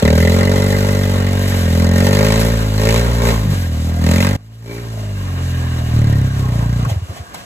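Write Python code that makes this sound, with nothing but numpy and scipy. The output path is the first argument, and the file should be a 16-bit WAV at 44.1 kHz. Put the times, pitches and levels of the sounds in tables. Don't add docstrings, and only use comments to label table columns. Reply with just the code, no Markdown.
import sys
import numpy as np
from scipy import signal
from scipy.fft import rfft, irfft, next_fast_len
from scipy.io import wavfile
from scipy.ndimage import uniform_filter1d

SR = 44100
rng = np.random.default_rng(int(sys.argv[2]) if len(sys.argv) > 2 else 0)


def wav_record(signal):
    frames = np.transpose(np.atleast_2d(signal))
    bounded = np.clip(frames, -1, 1)
    quanta = np.round(bounded * 32767).astype(np.int16)
    wavfile.write(sys.argv[1], SR, quanta)


N = 328545
T = np.arange(N) / SR
BANK_S = 4.365


def undb(db):
    return 10 ** (np.asarray(db) / 20)


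def unit(x):
    return x / np.sqrt(np.mean(x ** 2))


def even(x):
    size = SR // 13
    power = uniform_filter1d(uniform_filter1d(unit(x) ** 2, size), size)
    return unit(x) / np.sqrt(np.abs(power) + 1e-3)


def waver(steps_per_s):
    size = int(SR / steps_per_s)
    steps = rng.standard_normal(2000)[np.arange(N) // size % 2000]
    return uniform_filter1d(uniform_filter1d(steps, size), size) * 4 / 3


def swells(rows):
    return sum(undb(db) * np.exp(-((T - s) / half) ** 2) for s, half, db in rows)


def puff(age, rise_s):
    u = np.maximum(age, 0) / rise_s
    return u * np.exp(1 - u)


def shape(x, response):
    size = next_fast_len(N + 8192)
    f = np.arange(size // 2 + 1) * SR / size
    return irfft(rfft(x, size) * response(f), size)[..., :N]


def eq(x, points):
    hz, db = np.transpose(points)
    return shape(x, lambda f: undb(np.interp(np.log(f + 1), np.log(hz), db))
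                 * np.minimum(f / hz[0], 1) ** 2)


def ring(x, modes, size=8192):
    f = np.maximum(np.arange(size // 2 + 1) * SR / size, 1)
    gain = sum(undb(db) / (1 + (hz / width * (f / hz - hz / f)) ** 2 / 2) for hz, width, db in modes)
    cepstrum = irfft(np.log(gain + 1e-9))[:size // 2]
    cepstrum[1:] *= 2
    response = irfft(np.exp(rfft(cepstrum, size)))
    return signal.fftconvolve(x, response[:size // 2])[:N]


def duct(x, modes):
    def response(f):
        f = np.maximum(f, 1)
        return sum(polarity * undb(db) * np.exp(-2j * np.pi * f * travel_s)
                   / (1 + 1j * hz / width * (f / hz - hz / f)) ** 2
                   for hz, width, db, travel_s, polarity in modes)
    return shape(x, response)


def one_shots(hits, rise_s, modes):
    sound = ring(sum(undb(db) * puff(T - s, rise_s) for s, db in hits), modes)
    return sound / np.abs(sound).max() * undb(max(db for s, db in hits))


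def follow(law, load, rate, cruise_hz=45):
    idle_db, load_db, octave_db, bank_db = law
    return idle_db + load_db * load + octave_db * np.log2(rate / cruise_hz) + bank_db * (T >= BANK_S)


def forest(x, t60_s=0.039):
    t = T[:SR // 3]
    tail = rng.standard_normal((2, len(t))) * undb(-60 * t / t60_s) * (t > .004)
    tail /= np.sqrt(np.sum(tail ** 2, axis=1, keepdims=True))
    send = eq(x, [(100, -21.0), (300, 1.0), (900, 2.0), (3000, 10.0), (12000, -16.5)])
    return signal.fftconvolve(send[None], tail, axes=1)[:, :N]


# f/Hz, level/dB
WHIRR_EQ = [(60, 14), (200, 13), (330, 7), (600, 5), (1000, 2.5), (1300, 3), (1750, -5), (2800, -7.5),
            (5000, -9), (8000, -10.5), (13000, -21.5), (15500, -39)]
# f/Hz, width/Hz, level/dB
CASE_MODES = [(696, 42.7, 8.4), (1060, 116, 1), (1570, 120, 7), (2850, 75, 4.2)]
def whirr(spread=0.77, cases_db=-6, flicker_db=2.5, split_hz=2500):
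    noise = rng.standard_normal(N) + spread * rng.standard_normal((2, N))
    bed = unit(eq(noise, WHIRR_EQ))
    low = signal.sosfilt(signal.butter(2, split_hz, fs=SR, output="sos"), bed)
    high = signal.sosfilt(signal.butter(2, split_hz, "high", fs=SR, output="sos"), bed)
    cases = unit(sum(ring(rng.standard_normal(N), [mode]) * undb(3 * waver(12)) for mode in CASE_MODES))
    low *= undb(flicker_db * waver(24))
    high *= undb(flicker_db * waver(17))
    return low - high + undb(cases_db) * cases


# t/s, level/dB, f/Hz, attack/s, decay/s, grit gain
KNOCKS = [(6.45, -34, 980, 0.047, 0.078, .3), (6.54, -34, 656, 0.054, 0.18, 0.16),
          (6.63, -32, 970, 0.06, 0.032, 0.36), (6.851, -17.5, 1100, 0.0019, 0.0027, 0.25),
          (6.899, -26, 663.5, 0.019, 0.03, 0.55), (7.172, -40.5, 685, 0.029, 0.026, 1.36),
          (7.346, -26, 766, 0.0034, 0.0074, 0.72), (7.385, -45, 730, 0.025, 0.045, 1.9)]
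def knocks():
    grit = unit(eq(rng.standard_normal(N), [(400, 4.0), (3000, 5.5), (8000, 3.0), (15000, -3.0)]))
    out = 0
    for s, db, hz, attack, decay, grit_gain in KNOCKS:
        body = unit(ring(rng.standard_normal(N), [(hz, 190, 0)]))
        envelope = np.exp(-np.maximum((s - T) / attack, (T - s) / decay))
        out = out + undb(db) * envelope * (grit_gain * grit + body)
    return out


# centre t/s, half length/s, level/dB
RATTLES = [(1.452, 0.42, -35), (2.64, 0.12, -38.5), (3.56, 0.21, -40), (5.6, 0.85, -39.5)]
# f/Hz, width/Hz, level/dB
GUARD_MODES = [(690, 120, 0), (1090, 220, -1), (1640, 380, -1), (2300, 200, -5), (2830, 160, -3),
               (3800, 400, -6)]
def chain_rattle(ticks_per_s=170, scatter_db=1.5):
    ticks = rng.random(N) < ticks_per_s / SR
    metal = sum(ring(ticks / undb(scatter_db * np.clip(rng.standard_normal(N), -2, 2)), [mode])
                for mode in GUARD_MODES)
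    return unit(metal) * swells(RATTLES)


# centre t/s, half length/s, f/Hz, level/dB
WHINES = [(.75, 0.53, 1970, -39), (1.976, 0.14, 1840, -37), (3.32, 0.089, 1004, -33),
          (4.735, .07, 2320, -28), (5.002, 0.12, 652, -29.5), (5.146, 0.2, 2750, -45),
          (5.6, 0.17, 1693, -38.5), (5.83, 0.12, 720, -40), (5.85, 0.11, 2850, -48),
          (6.13, 0.053, 1890, -40)]
def whines(age, width_hz=70, steady=0.23, tick_s=0.0022):
    shake = steady + puff(age, tick_s)
    return sum(swells([(s, half, db)]) * even(ring(shake * rng.standard_normal(N), [(hz, width_hz, 0)]))
               for s, half, hz, db in WHINES)


# centre t/s, half length/s, level/dB
SPRAYS = [(1.61, 0.14, -32), (2.685, 0.06, -53), (3.637, 0.18, -41)]
def mud(rate, bed_db, clods_per_firing=6.6, splat_s=0.019):
    lands = rng.random(N) < clods_per_firing * rate / SR
    sizes = undb(3 * np.minimum(rng.exponential(size=N), 4))
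    envelope = signal.lfilter([1], [1, -np.exp(-1 / (splat_s * SR))], lands * sizes)
    splats = eq(envelope * rng.standard_normal(N),
                [(400, -15), (1500, 9), (4000, 19.5), (8000, 17.5), (15000, 15.5)])
    return unit(splats) * (undb(bed_db) + swells(SPRAYS))


# t/s, level/dB
POPS = [(3.432, -11), (3.454, -11), (3.475, -13), (3.495, -13), (3.516, -9.5), (3.553, -18), (3.578, -29)]
def afterfire():
    return one_shots(POPS, rise_s=0.0011, modes=[(123, 33, -15), (161, 26, -1), (207, 26, 1)])


# t/s, level/dB, final f/Hz
CHUGS = [(6.867, -10.5, 100), (6.91, -8.5, 88), (6.958, -9.5, 79), (7.016, -15, 81), (7.09, -17.5, 80),
         (7.195, -20, 75)]
def last_chugs(start_ratio=1.69, glide_s=0.01, rise_s=0.013):
    out = 0
    for s, db, hz in CHUGS:
        age = np.maximum(T - s, 0)
        phase = hz * (age + (start_ratio - 1) * glide_s * (1 - np.exp(-age / glide_s)))
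        out = out - undb(db) * puff(age, rise_s) ** 2 * np.sin(2 * np.pi * phase)
    return out


# f/Hz, width/Hz, level/dB
PING_MODES = [(1820, 120, 4), (1990, 170, 11), (2530, 1400, -18)]
# idle level/dB, full load/dB, octave of speed/dB, bank/dB
PING_LAW = (-70, 28, -10, -16)
# t/s, level/dB
HARD_PINGS = [(.053, -14.5), (.079, -12.5), (.203, -19), (.226, -16.5), (0.273, -9), (.431, -24),
              (.474, -16.5), (.727, -18), (.748, -20)]
def pings(cycle, age, load, rate, scatter_db=3.0):
    blows = puff(age, rise_s=0.00021) * undb(scatter_db * rng.standard_normal(400)[cycle])
    pinging = even(ring(blows, PING_MODES)) * undb(follow(PING_LAW, load, rate))
    return pinging + one_shots(HARD_PINGS, rise_s=0.00017, modes=PING_MODES)


# centre t/s, half length/s, level/dB
CRACKS = [(0.09, 0.012, -21), (0.254, 0.26, -42), (1.805, 0.037, -41), (2.08, 0.14, -34.5),
          (2.3, 0.11, -26.5), (2.915, 0.073, -24.5), (3.278, 0.038, -28), (4.105, 0.034, -27),
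          (4.226, 0.068, -24.5)]
# f/Hz, width/Hz, level/dB
CRACK_MODES = [(2470, 490, 0), (1040, 340, -1), (4000, 780, -9), (6940, 2900, -15)]
def cracks(age):
    bursts = puff(age, rise_s=.0012) * rng.standard_normal(N)
    return even(ring(bursts, CRACK_MODES)) * swells(CRACKS)


# f/Hz, level/dB
GAS_EQ = [(250, -25), (500, 4.5), (720, -3.5), (900, -29), (1300, -0.5), (1900, -5), (2500, -20),
          (3100, -18), (3900, -5.5), (5000, -9.5), (7500, -13), (12000, -17.5), (15500, -31)]
# f/Hz, width/Hz, level/dB
TAILPIPE_MODES = [(877, 230, 3.5), (1852, 115, -2.5), (2420, 880, -8)]
def gas(cycle, age, scatter_db=2.0, tip_db=-4):
    jet = puff(age, rise_s=.0023) ** 1.5 * undb(scatter_db * rng.standard_normal(400)[cycle])
    hiss = unit(eq(jet * rng.standard_normal(N), GAS_EQ))
    tip = unit(ring(jet * rng.standard_normal(N), TAILPIPE_MODES))
    return even(hiss + undb(tip_db) * tip)


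# f/Hz, width/Hz, level/dB
RASP_MODES = [(903, 59, 9.5), (1020, 48, 2.5), (1075, 53, 0), (1520, 200, -4), (2200, 180, -1),
              (2280, 160, -2), (2800, 110, -16), (3900, 490, 4)]
# idle level/dB, full load/dB, octave of speed/dB, bank/dB
RASP_LAW = (-49.5, 21, 16, -4.5)
def rasp(pulses, load, rate, top_speed_hz=60, stretch=0.36):
    clock = np.cumsum(np.minimum(rate / top_speed_hz, 1) ** stretch)
    samples = np.arange(N)
    ringing = ring(np.interp(samples, clock, pulses), RASP_MODES)
    return even(np.interp(clock, samples, ringing)) * undb(follow(RASP_LAW, load, rate))


# f/Hz, width/Hz, level/dB, travel/s, signed gain
BARK_MODES = [(550, 141, 0, 0.00066, 1)]
# idle level/dB, full load/dB, octave of speed/dB, bank/dB
BARK_LAW = (-43, 29.5, 4, -7.5)
def bark(blowdown, load, rate):
    return even(duct(blowdown, BARK_MODES)) * undb(follow(BARK_LAW, load, rate))


# f/Hz, width/Hz, level/dB, travel/s, signed gain
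GROWL_RUT = [(334, 63, -6, 0.00022, 0.68), (433.5, 119, 0, 0.00012, 1)]
GROWL_BANK = [(302, 103, 0, .001, 1), (423, 99, 0, .0002, 1)]
# idle level/dB, full load/dB, octave of speed/dB, bank/dB
GROWL_LAW = (-47, 25.5, 17, 0)
def growl(blowdown, load, rate):
    tone = np.where(T < BANK_S, even(duct(blowdown, GROWL_RUT)), even(duct(blowdown, GROWL_BANK)))
    return tone * undb(follow(GROWL_LAW, load, rate))


# f/Hz, width/Hz, level/dB, travel/s, signed gain
PIPE_RUT = [(164.8, 110, 0.07, .0058, 0.96), (218.5, 45, -1.1, 0.0046, -0.83)]
# f/Hz, width/Hz, level/dB
PIPE_BANK = [(133.3, 24, 4.5), (194, 135, 2)]
# idle level/dB, full load/dB, octave of speed/dB, bank/dB
PIPE_LAW = (-27, 20, -3.5, 5)
def pipe(blowdown, flow, load, rate, lead_s=0.00664, knee_load=0.99):
    early_flow = np.interp(T + lead_s, T, flow)
    tone = np.where(T < BANK_S, even(duct(blowdown, PIPE_RUT)), even(ring(early_flow, PIPE_BANK)))
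    return tone * undb(follow(PIPE_LAW, np.tanh(load / knee_load), rate))


# f/Hz, width/Hz, level/dB, travel/s, signed gain
BOOM_RUT = [(60.7, 40, 2, 0.00658, 0.86), (82.7, 53.5, 4, 0.00832, -1.05)]
# f/Hz, width/Hz, level/dB
BOOM_BANK = [(50, 13, -6), (54, 4.5, 5), (114.7, 34.3, 8.5)]
# idle level/dB, full load/dB, octave of speed/dB, bank/dB
BOOM_LAW = (-16.5, 7, 3.5, -1)
# firing f/Hz, width/Hz, boost/dB
BOOM_SWELL = (41.5, 4.5, 5.1)
def boom(blowdown, flow, load, rate):
    hz, width, db = BOOM_SWELL
    boost_db = db * load * np.exp(-((rate - hz) / width) ** 2)
    tone = np.where(T < BANK_S, even(duct(blowdown, BOOM_RUT)), even(ring(flow, BOOM_BANK)))
    return tone * undb(follow(BOOM_LAW, load, rate) + boost_db)


def exhaust(cycle, age, rate, load, trims_db, rasp_lag_s=.0013, push_lag_s=0.0079):
    chance = rng.standard_normal((400, 2))[cycle].T
    bass_size, header_size = undb(.4 * chance[0]), undb(.9 * chance[1])
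    period = 1 / np.maximum(rate, 15)
    blowdown = puff(age, rise_s=.00015)
    push = puff(age - push_lag_s, 0.058 * period) * bass_size
    pump = puff((age - push_lag_s - .5 * period) % period, 0.088 * period)
    flow = push + (.42 - 0.76 * np.minimum(load, 1)) * pump
    layers = (boom(blowdown * bass_size, flow, load, rate),
              pipe(blowdown * bass_size, flow, load, rate),
              growl(blowdown * header_size, load, rate),
              bark(blowdown * header_size, load, rate),
              rasp(puff(age - rasp_lag_s, rise_s=0.00012) * header_size, load, rate))
    return sum(layer * undb(db) for layer, db in zip(layers, trims_db))


# t/s, release after/s, attack/s, release/s, opening/0-1,
# then trim/dB of boom, pipe, growl, bark and rasp
TWISTS = [(-.03, 1.7, 0.017, .07, 0.95, -5, 0.5, 2.5, -4.5, 1),
          (1.64, 0.37, 0.17, 0.39, 0.72, -3.5, 2, -3, -3.5, -1.8),
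          (1.89, 0.55, 0.31, 0.29, 0.7, -3, -1, -3, -6, -1.4),
          (2.709, 0.26, 0.16, 0.21, 0.79, -2.5, -4, -2, -10.5, -4.5),
          (3.14, 0.16, 0.14, 0.06, 0.68, -3, -2, -0.5, -13, 4),
          (3.72, 0.28, 0.13, 0.31, 0.19, -1.5, 1, -20, -5, -0.5),
          (3.979, 0.29, 0.11, 0.12, 0.83, -5.5, 0, -25, -7.5, 3),
          (4.59, 0.17, 0.11, 0.2, 0.64, -5, -4.5, 11, 1, 5),
          (5.9, 0.365, 0.06, .015, 0.3, 3.2, 1, -3, 1, -2),
          (6.32, 0.64, 0.077, 0.033, 0.22, 0.5, -1.5, 13, -13, 3)]
def throttle(sag_s=1.81):
    load, trims_db = 0, 0
    for start, held, attack, release, opening, *extra_db in TWISTS:
        age = np.maximum(T - start, 0)
        twist = np.minimum(age / attack, 1) * np.exp(-age / sag_s - np.maximum(age - held, 0) / release)
        load = load + opening * twist
        trims_db = trims_db + np.outer(extra_db, twist)
    return load, trims_db


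# t/s, firing f/Hz
REVS = [(0, 36.9), (.44, 46.56), (.81, 49.38), (1.21, 46.53), (1.49, 47.6), (1.68, 41.7), (1.95, 44.05),
        (2.28, 53.53), (2.51, 57.34), (2.75, 51.5), (3.0, 58.46), (3.33, 57.5), (3.73, 38.3), (3.93, 41.5),
        (4.05, 39.7), (4.48, 55.5), (4.81, 58.7), (5.32, 44.7), (5.94, 39.18), (6.26, 32.4), (6.37, 34.6),
        (6.55, 28.2), (6.81, 30.5), (6.97, 19)]
def firings(flywheel_s=0.082, lead_s=0.003947, jitter_s=.00006):
    rate = uniform_filter1d(np.interp(T, *np.transpose(REVS)), int(flywheel_s * SR), mode="nearest")
    phase = np.cumsum(rate) / SR
    times = np.interp(np.arange(int(phase[-1]) + 1), phase, T) - lead_s
    times = np.sort(times + jitter_s * rng.standard_normal(400)[:len(times)])
    cycle = np.maximum(np.searchsorted(times, T) - 1, 0)
    return rate, cycle, np.maximum(T - times[cycle], 0)


def dip():
    db = sum(depth_db * np.clip(1 - (T - BANK_S) / recovery_s, 0, 1)
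             for depth_db, recovery_s in ((-6.5, 0.62), (-19, 1.154)))
    return undb(uniform_filter1d(db * (T >= BANK_S), size=128))


# idle level/dB, full load/dB, octave of speed/dB, bank/dB
HISS_LAW = (-37.5, 13.5, 6, 1.8)
def scene(stall_s=6.862, stall_fade_s=.008, gas_lag_s=0.00124, hiss_floor_db=-40.5):
    rate, cycle, age = firings()
    load, trims_db = throttle()
    running = np.exp(-np.maximum(T - stall_s, 0) / stall_fade_s)
    hiss_db = np.maximum(follow(HISS_LAW, load, rate), hiss_floor_db)
    gas_share = np.clip(0.0075 + 0.87 * load, 0, .95)
    gas_age = age - gas_lag_s
    engine = exhaust(cycle, age, rate, load, trims_db)
    engine += gas(cycle, gas_age) * np.sqrt(gas_share) * undb(hiss_db + 2.5)
    engine += pings(cycle, gas_age, load, rate)
    bike = engine * running + mud(rate, hiss_db - 5.5) + chain_rattle() + whines(age)
    bike += knocks() + afterfire() + last_chugs()
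    reverb = undb(-7.0) * forest(bike)
    bed = whirr() * np.sqrt(1 - gas_share) * undb(hiss_db + 3.5)
    return dip() * (bike + reverb + bed + cracks(gas_age))


# f/Hz, phase/rad
SIDE_PHASE = [(0, 0), (250, 0), (600, -.6), (800, -1.9), (1100, -1.5), (2000, -6.3), (3000, -9),
              (4000, -8.2), (4900, -9.42), (7000, -6.28), (9700, -3.14), (12400, 0), (15000, 3.14)]
def record(dry, high_cut_hz=15700):
    sides = np.array([[1], [-1]])
    wide = shape(dry, lambda f: np.exp(.5j * sides * np.interp(f, *np.transpose(SIDE_PHASE))))
    rounded = wide / (1 + np.abs(wide) ** 4) ** .25
    return signal.sosfilt(signal.ellip(8, .2, 70, high_cut_hz, fs=SR, output="sos"), rounded)


dry = scene()
out = record(dry)
wav_record(out)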